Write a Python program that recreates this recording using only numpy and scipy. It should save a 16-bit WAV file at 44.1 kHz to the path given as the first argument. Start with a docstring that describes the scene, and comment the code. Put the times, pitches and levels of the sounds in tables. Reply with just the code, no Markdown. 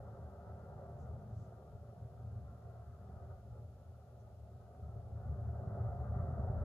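"""A low, throbbing rumble and a dull roar ebb, then swell strongly with a few thuds: a distant volcano.
Vent pressure and the churning plume drive the rumble, the gas jet the roar, single gas bursts the thuds.
All arrive coloured by the fixed resonances of the listening place.
A thin steady hiss and a few faint swishes lie above them."""
import sys
import numpy as np
from scipy import signal
from scipy.fft import rfft, irfft, next_fast_len
from scipy.io import wavfile
from scipy.ndimage import uniform_filter1d, map_coordinates

SR = 44100
rng = np.random.default_rng(int(sys.argv[2]) if len(sys.argv) > 2 else 0)


def digitize_waveform(pressure):
    """Quantize a signal to 16-bit integers and store it at the path in sys.argv[1].

    Rows of a 2-D input are taken as channels; values are limited to [-1, 1].
    """
    field = np.atleast_2d(pressure).T
    bounded = np.clip(field, -1, 1)
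    quanta = np.round(bounded * 32767).astype(np.int16)
    wavfile.write(sys.argv[1], SR, quanta)


N = 292824
TIME_S = np.arange(N) / SR
EARS = np.array([[.5], [-.5]])  # left, right share of a left-minus-right value


def amp(db):
    """Decibels to gain."""
    return 10 ** (np.asarray(db) / 20)


def unit(x):
    """x at rms 1."""
    return x / np.sqrt(np.mean(x ** 2) + 1e-20)


def along(points, hz):
    """(f/Hz, value) points read on a log axis."""
    f, values = np.transpose(points)
    return np.interp(np.log(hz + 1), np.log(f + 1), values)


def curve(points):
    """(t/s, value) points read at every sample."""
    return np.interp(TIME_S, *np.transpose(points))


def bell(at_s, sigma_s):
    """Gaussian swell of height 1."""
    return np.exp(-.5 * ((TIME_S - at_s) / sigma_s) ** 2)


def wobble(rate_hz):
    """Smooth random curve, rate_hz knots a second."""
    knots = rng.standard_normal(int(N * rate_hz / SR) + 4)
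    return map_coordinates(knots, [TIME_S * rate_hz])


def filtered(x, response):
    """x through a complex frequency response."""
    size = next_fast_len(N + SR // 2)
    return irfft(rfft(x, size) * response(np.fft.rfftfreq(size, 1 / SR)), size)[..., :N]


def band(hz, low_hz, high_hz, order=8):
    """Gain of a steep band-pass."""
    return ((1 + (low_hz / (hz + 1)) ** (2 * order)) * (1 + (hz / high_hz) ** (2 * order))) ** -.5


def resonances(modes, hz):
    """Gain of steep-sided resonances, each (f/Hz, width/Hz, level/dB)."""
    return np.sqrt(sum((amp(db) / (1 + (2 * (hz - f) / width) ** 2)) ** 2 for f, width, db in modes))


def noise_pair(colour, coherence, lead_rad):
    """Stereo noise of rms 1 with a spectrum, a left-right coherence and a left-ear phase lead."""
    def mid_side_gains(hz):
        angle = np.arccos(np.clip(along(coherence, hz), -1, 1)) / 2
        return np.array([np.cos(angle), np.sin(angle)])
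    mid, side = filtered(rng.standard_normal((2, N)), mid_side_gains)
    pair = np.array([mid + side, mid - side])
    return unit(filtered(pair, lambda hz: colour(hz) * np.exp(1j * EARS * lead_rad(hz))))


# hiss spectrum: f/Hz, level/dB
HISS_SPECTRUM = [(20, 5), (300, 6.5), (2300, 2.5), (4300, 2.5), (7000, 0), (10000, -1.5), (14500, -2.5)]
# hiss between the ears: f/Hz, coherence
HISS_COHERENCE = [(2000, 0.027), (4000, 0.049), (7000, .35), (10000, 1), (14000, 0.99)]

def hiss(level_db=-81.0, lag_ms=0.2935):
    """Thin, steady hiss: slightly earlier at the right ear, slightly fuller at the left."""
    def colour(hz):
        left_db = along([(5000, 3.2), (8500, .1)], hz)
        return amp(along(HISS_SPECTRUM, hz) + EARS * left_db)
    return amp(level_db) * noise_pair(colour, HISS_COHERENCE, lambda hz: -2 * np.pi * hz * lag_ms / 1000)


# swishes: t/s, level/dB, sigma/s, f/Hz, width/Hz
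SWISHES = [(1.02, -85.5, 0.028, 6560, 3000), (1.407, -84, 0.052, 6400, 4200),
           (4.208, -86.5, .014, 6050, 1200)]

def swishes(low_hz=2200, high_hz=8000):
    """Brief, faint swells of high noise, each in its own band."""
    air = noise_pair(lambda hz: band(hz, low_hz, high_hz), [(6000, 0.45)], np.zeros_like)
    out = np.zeros((2, N))
    for at_s, db, sigma_s, centre_hz, width_hz in SWISHES:
        swish = unit(filtered(air, lambda hz: resonances([(centre_hz, width_hz, 0)], hz)))
        out += amp(db) * bell(at_s, sigma_s) * swish
    return out


# eruption between the ears: f/Hz, coherence
FAR_COHERENCE = [(60, 0.96), (130, 1), (450, 0.98), (700, 0.88), (1300, 0.83), (2000, 0.55)]
# phase lead of the left ear: f/Hz, lead/rad
FAR_LEAD = [(60, -.05), (130, -0.12), (250, -0.17), (470, -.15), (560, 0.17), (680, 0.46), (850, 0.89),
            (1050, 0.57), (1250, 0.33), (1400, 0.76), (1900, -0.12)]

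def turbulence(colour, even_s):
    """Far turbulence: flutters freely, but its power is even over spans longer than even_s."""
    noise = noise_pair(colour, FAR_COHERENCE, lambda hz: along(FAR_LEAD, hz))
    size = int(even_s * SR)
    power = uniform_filter1d(uniform_filter1d(np.mean(noise ** 2, axis=0), size), size)
    return unit(noise / np.sqrt(np.abs(power) + 1e-6))


def drifting(x, depth_db):
    """Moving air lets neighbouring resonances wax and wane independently."""
    spectra = signal.stft(x, nperseg=2048)[2]
    patches = uniform_filter1d(rng.standard_normal(spectra.shape[1:]), size=4, axis=0)
    patches = uniform_filter1d(patches, size=12, axis=1)
    patches -= uniform_filter1d(patches, size=14, axis=0)  # keeps the broad spectrum steady
    return unit(signal.istft(spectra * amp(depth_db * unit(patches)))[1][:, :N])


# higher resonances of the place: f/Hz, width/Hz, level/dB, left minus right/dB
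HIGH_MODES = [(356, 29, -12.5, -0.3), (383.3, 15, -1, 0), (398.5, 14, -2, 1.5), (427, 33, -8, -2),
              (468.4, 37, -7, 5.5), (536, 32, -3.5, -2.5), (583, 28, -2.5, 1.5), (600.5, 33, -5.5, -2.5),
              (643.4, 41, -5, -2.5), (695, 27, 0.5, -2.5), (745.8, 35.3, -3, -1), (785, 17, -12.5, -3),
              (839, 34, -9, -1.5), (863, 47, -15.5, -1.5), (940, 28, -12, 1.2), (1016, 50, -19.5, -1),
              (1070, 28, -18, 4), (1152, 42, -16.5, 0), (1187.5, 31, -17, 12), (1255, 56, -15.5, 8.5),
              (1315, 36, -14, -2.5), (1359, 18, -14.5, 4.5), (1398, 44, -16, 4.5), (1474, 39, -20, -2.5),
              (1548, 99, -28.5, 12.5), (1640, 120, -33.5, 5.5), (1750, 46, -32, 7.5),
              (1884, 240, -35.5, 7.5), (2060, 250, -31.5, 0.5)]
# gas jet strength: t/s, level/dB
JET_LEVEL = [(0, -56.5), (0.1, -58), (0.68, -58), (0.77, -56.5), (0.87, -56.5), (1.1, -57.6), (1.35, -60.5),
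             (1.43, -63.0), (1.52, -59.5), (1.78, -62.5), (1.95, -61.5), (2.35, -62.5), (2.62, -64.5),
             (2.74, -60), (2.9, -65.5), (3.08, -60.6), (3.31, -59), (3.43, -65), (3.57, -62.5), (3.7, -66),
             (3.98, -65.5), (4.22, -64), (4.4, -65.4), (4.62, -64.2), (4.78, -61.1), (5.08, -60),
             (5.5, -55.5), (5.78, -51), (6.1, -54.5), (6.22, -50), (6.32, -53), (6.5, -49.2), (6.64, -52.5)]
# tilt of the roar's body: t/s, twice the treble-over-bass gain/dB
BODY_TILT = [(0, -3.5), (2, -2.5), (3, 0), (4.1, 2.5), (5.2, 3), (6.64, 1)]
# roar's upper edge, relative to the jet: t/s, level/dB
EDGE_LEVEL = [(0, -10.5), (1.1, -12.5), (1.9, -14.5), (3, -15.5), (4.1, -14.5), (5.2, -14.5), (5.9, -13.5),
              (6.64, -11.5)]
# bright rush of small eddies: t/s, level/dB
RUSH_LEVEL = [(0, -69.5), (0.15, -70.5), (0.8, -69.6), (1.17, -71.4), (1.33, -74.3), (1.52, -73.8),
              (1.8, -77), (2.3, -74.5), (2.8, -73.5), (3.05, -73.9), (3.22, -71.5), (3.32, -72.5),
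              (3.42, -78.3), (3.55, -75.5), (3.68, -80.5), (3.9, -78.5), (4.15, -78), (4.42, -81.8),
              (4.8, -75), (5.08, -76), (5.25, -70), (5.52, -69.5), (5.78, -63.5), (5.95, -66.5),
              (6.15, -63), (6.28, -63), (6.45, -63), (6.64, -64)]

def jet_roar(foot_db=-7.5, body_db=-0.83, rush_trim_db=1.13, foot_hz=442, edge_hz=805):
    """The gas jet roars through the higher resonances; its small eddies add a brighter rush."""
    def place(hz):
        return np.array([resonances([(f, width, db + ear * pan) for f, width, db, pan in HIGH_MODES], hz)
                         for ear in EARS[:, 0]])
    def part(low_hz, high_hz, even_s):
        return turbulence(lambda hz: place(hz) * band(hz, low_hz, high_hz, order=16), even_s)
    foot = part(315, foot_hz, even_s=.13)
    body = drifting(part(foot_hz, edge_hz, even_s=.08), depth_db=1.7)
    treble = filtered(body, lambda hz: band(hz, 630, 2000, order=16))
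    treble_db = curve(BODY_TILT) / 4
    body = amp(-treble_db) * (body - treble) + amp(treble_db) * treble
    edge = part(edge_hz, 990, even_s=.14)
    rush = drifting(part(995, 1940, even_s=.21), depth_db=2.1)
    gas = amp(foot_db) * foot + amp(body_db) * body + amp(curve(EDGE_LEVEL)) * edge
    jet_db = curve(JET_LEVEL) + 0.5 * wobble(22) + 1.1 * wobble(90)
    rush_db = curve(RUSH_LEVEL) + rush_trim_db + 1.2 * wobble(45)
    return amp(jet_db) * gas + amp(rush_db) * rush


# low resonances of the place: f/Hz, width/Hz, level/dB
LOW_MODES = [(53.8, 20, -19), (77.9, 19.7, -0.5), (91.9, 6.1, -4.5), (113.44, 12, 0.5), (145.5, 29, -11),
             (169.2, 12, -14), (197.4, 26, -14), (229.7, 34, -20), (263, 23, -30.5), (297.6, 58, -29)]

def low_turbulence(low_hz, high_hz, even_s):
    """Turbulence heard through one band of the low resonances."""
    return turbulence(lambda hz: resonances(LOW_MODES, hz) * band(hz, low_hz, high_hz), even_s)


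def low_ring(scatter_db=1.0, attack_s=0.0033, decay_ratio=1.49):
    """One pressure pulse strikes all low resonances, dying faster than their widths imply; peak 1."""
    t = np.arange(SR // 4) / SR
    ring = np.zeros_like(t)
    for hz, width_hz, db in LOW_MODES:
        strength = amp(db + scatter_db * rng.standard_normal()) * width_hz
        ring += strength * np.exp(-np.pi * decay_ratio * width_hz * t) * np.sin(2 * np.pi * hz * t)
    ring *= (1 - np.exp(-t / attack_s)) ** 2
    return ring / np.abs(ring).max()


# gas bursts: t/s, peak level before the band-pass/dB
BURSTS = [(4.961, -39.5), (5.673, -30), (6.164, -26.5), (6.395, -26.5), (6.499, -27.5)]

def thuds(low_hz=60, high_hz=230):
    """Each gas burst rings the low resonances as a short thud."""
    out = np.zeros(N + SR)
    for at_s, peak_db in BURSTS:
        ring = low_ring()
        out[round(at_s * SR):][:len(ring)] += amp(peak_db) * ring
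    return filtered(out[:N], lambda hz: band(hz, low_hz, high_hz, order=4))


# plume churning: t/s, level/dB
PLUME_LEVEL = [(0, -58), (0.27, -57.5), (0.37, -63), (0.48, -59), (0.7, -60), (0.95, -56.5), (1.38, -57.5),
               (1.58, -62), (1.72, -62), (1.83, -65), (2.0, -60.5), (2.12, -65), (2.26, -56.5), (2.58, -62),
               (2.79, -64.5), (2.95, -65), (3.1, -58.5), (3.32, -64.5), (3.45, -64), (3.95, -67),
               (4.12, -67), (4.43, -68.1), (4.53, -64), (4.7, -65.5), (4.86, -57), (4.95, -64.5),
               (5.1, -59), (5.55, -56.1), (5.72, -50), (6.0, -55.5), (6.22, -49), (6.38, -49), (6.47, -53),
               (6.58, -48.5), (6.64, -52)]

def plume_churn(trim_db=-0.34):
    """The churning plume drives the resonances just above the vent's rumble."""
    return amp(curve(PLUME_LEVEL) + trim_db) * low_turbulence(142, 350, even_s=0.072)


# strongest vent throbs, relative to the rumble: t/s, level/dB
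THROBS = [(0.241, 7), (0.521, 6), (0.746, 3.5), (0.952, 4.9), (1.042, 4.5), (1.124, 5.5), (1.335, 5),
          (1.388, 7), (1.735, 7.5), (2.044, 8.5), (2.3, 0), (2.36, 7), (2.48, 3.3), (2.555, 5), (2.661, 8),
          (2.803, 6.5), (2.885, 8.5), (3.151, 4.5), (3.32, 8), (3.502, 5.5), (3.932, 4.5), (4.435, 3),
          (4.564, 4), (4.845, 6.6), (4.881, 3), (4.972, 10.5), (5.15, 4.5), (5.295, 4.5), (5.355, 4),
          (5.445, 5.5), (5.49, 6), (5.58, 5.5), (5.83, 4.5), (5.9, 1.5), (6.141, 3), (6.25, 1), (6.616, 3)]

def throbbing_db(rise_s=0.024, fall_s=0.028, lull_db=2.5, lull_sigma_s=0.019, pulsing_db=1.23):
    """The vent throbs over weaker random pulsing and gives way while each burst escapes."""
    throbs_db = sum(db * bell(at_s, np.where(TIME_S < at_s, rise_s, fall_s)) for at_s, db in THROBS)
    lulls = sum(bell(at_s, lull_sigma_s) for at_s, _ in BURSTS)
    return throbs_db - lull_db * lulls + pulsing_db * wobble(rate_hz=31)


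# vent pressure, heard as rumble: t/s, level/dB
VENT_LEVEL = [(0, -53), (0.65, -54.5), (0.85, -52.6), (1.2, -50.5), (1.47, -53.5), (1.63, -58.5),
              (1.85, -52.5), (1.94, -54.5), (2.13, -54), (2.26, -46.5), (2.6, -56.5), (2.97, -53.5),
              (3.22, -52), (3.42, -55), (3.6, -51), (3.82, -56), (4.1, -56.5), (4.72, -54), (5.06, -52),
              (5.26, -43.5), (5.6, -46), (6.0, -40.5), (6.3, -41), (6.64, -39)]
# rumble's lower band over its upper: t/s, level/dB
VENT_BALANCE = [(0.0, -2), (0.5, 6.5), (0.7, -4), (1.0, 2), (1.4, -4), (1.6, 2.5), (2.1, -5), (2.5, 4.0),
                (2.6, -5), (3.1, 6), (3.3, 1), (3.9, 3.5), (4.1, -0.5), (4.4, 2.5), (4.6, -2.5), (5.0, 3.5),
                (5.8, -3), (6.64, 6.5)]

def vent_rumble(split_hz=100.2, left_db=0.75):
    """The throbbing vent drives the deepest resonances, now the lower, now the upper."""
    lower = low_turbulence(30, split_hz, even_s=0.057)
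    upper = low_turbulence(split_hz, 135.8, even_s=0.056)
    balance = amp(curve(VENT_BALANCE))
    rumble = (balance * lower + upper) / np.sqrt(1 + balance ** 2)
    return amp(curve(VENT_LEVEL) + throbbing_db() + EARS * left_db) * rumble


def scene():
    """The eruption under the hiss and swishes."""
    return vent_rumble() + plume_churn() + thuds() + jet_roar() + hiss() + swishes()


def record(dry, low_cut_hz=41, top_hz=14500):
    """The small microphone loses the deepest bass; the ends fade briefly and the top is band-limited."""
    fades = signal.windows.tukey(N, .0012)
    heard = fades * filtered(dry, lambda hz: (1 + (low_cut_hz / (hz + 1)) ** 8) ** -.5)
    return filtered(heard, lambda hz: hz < top_hz)


dry = scene()
out = record(dry)
digitize_waveform(out)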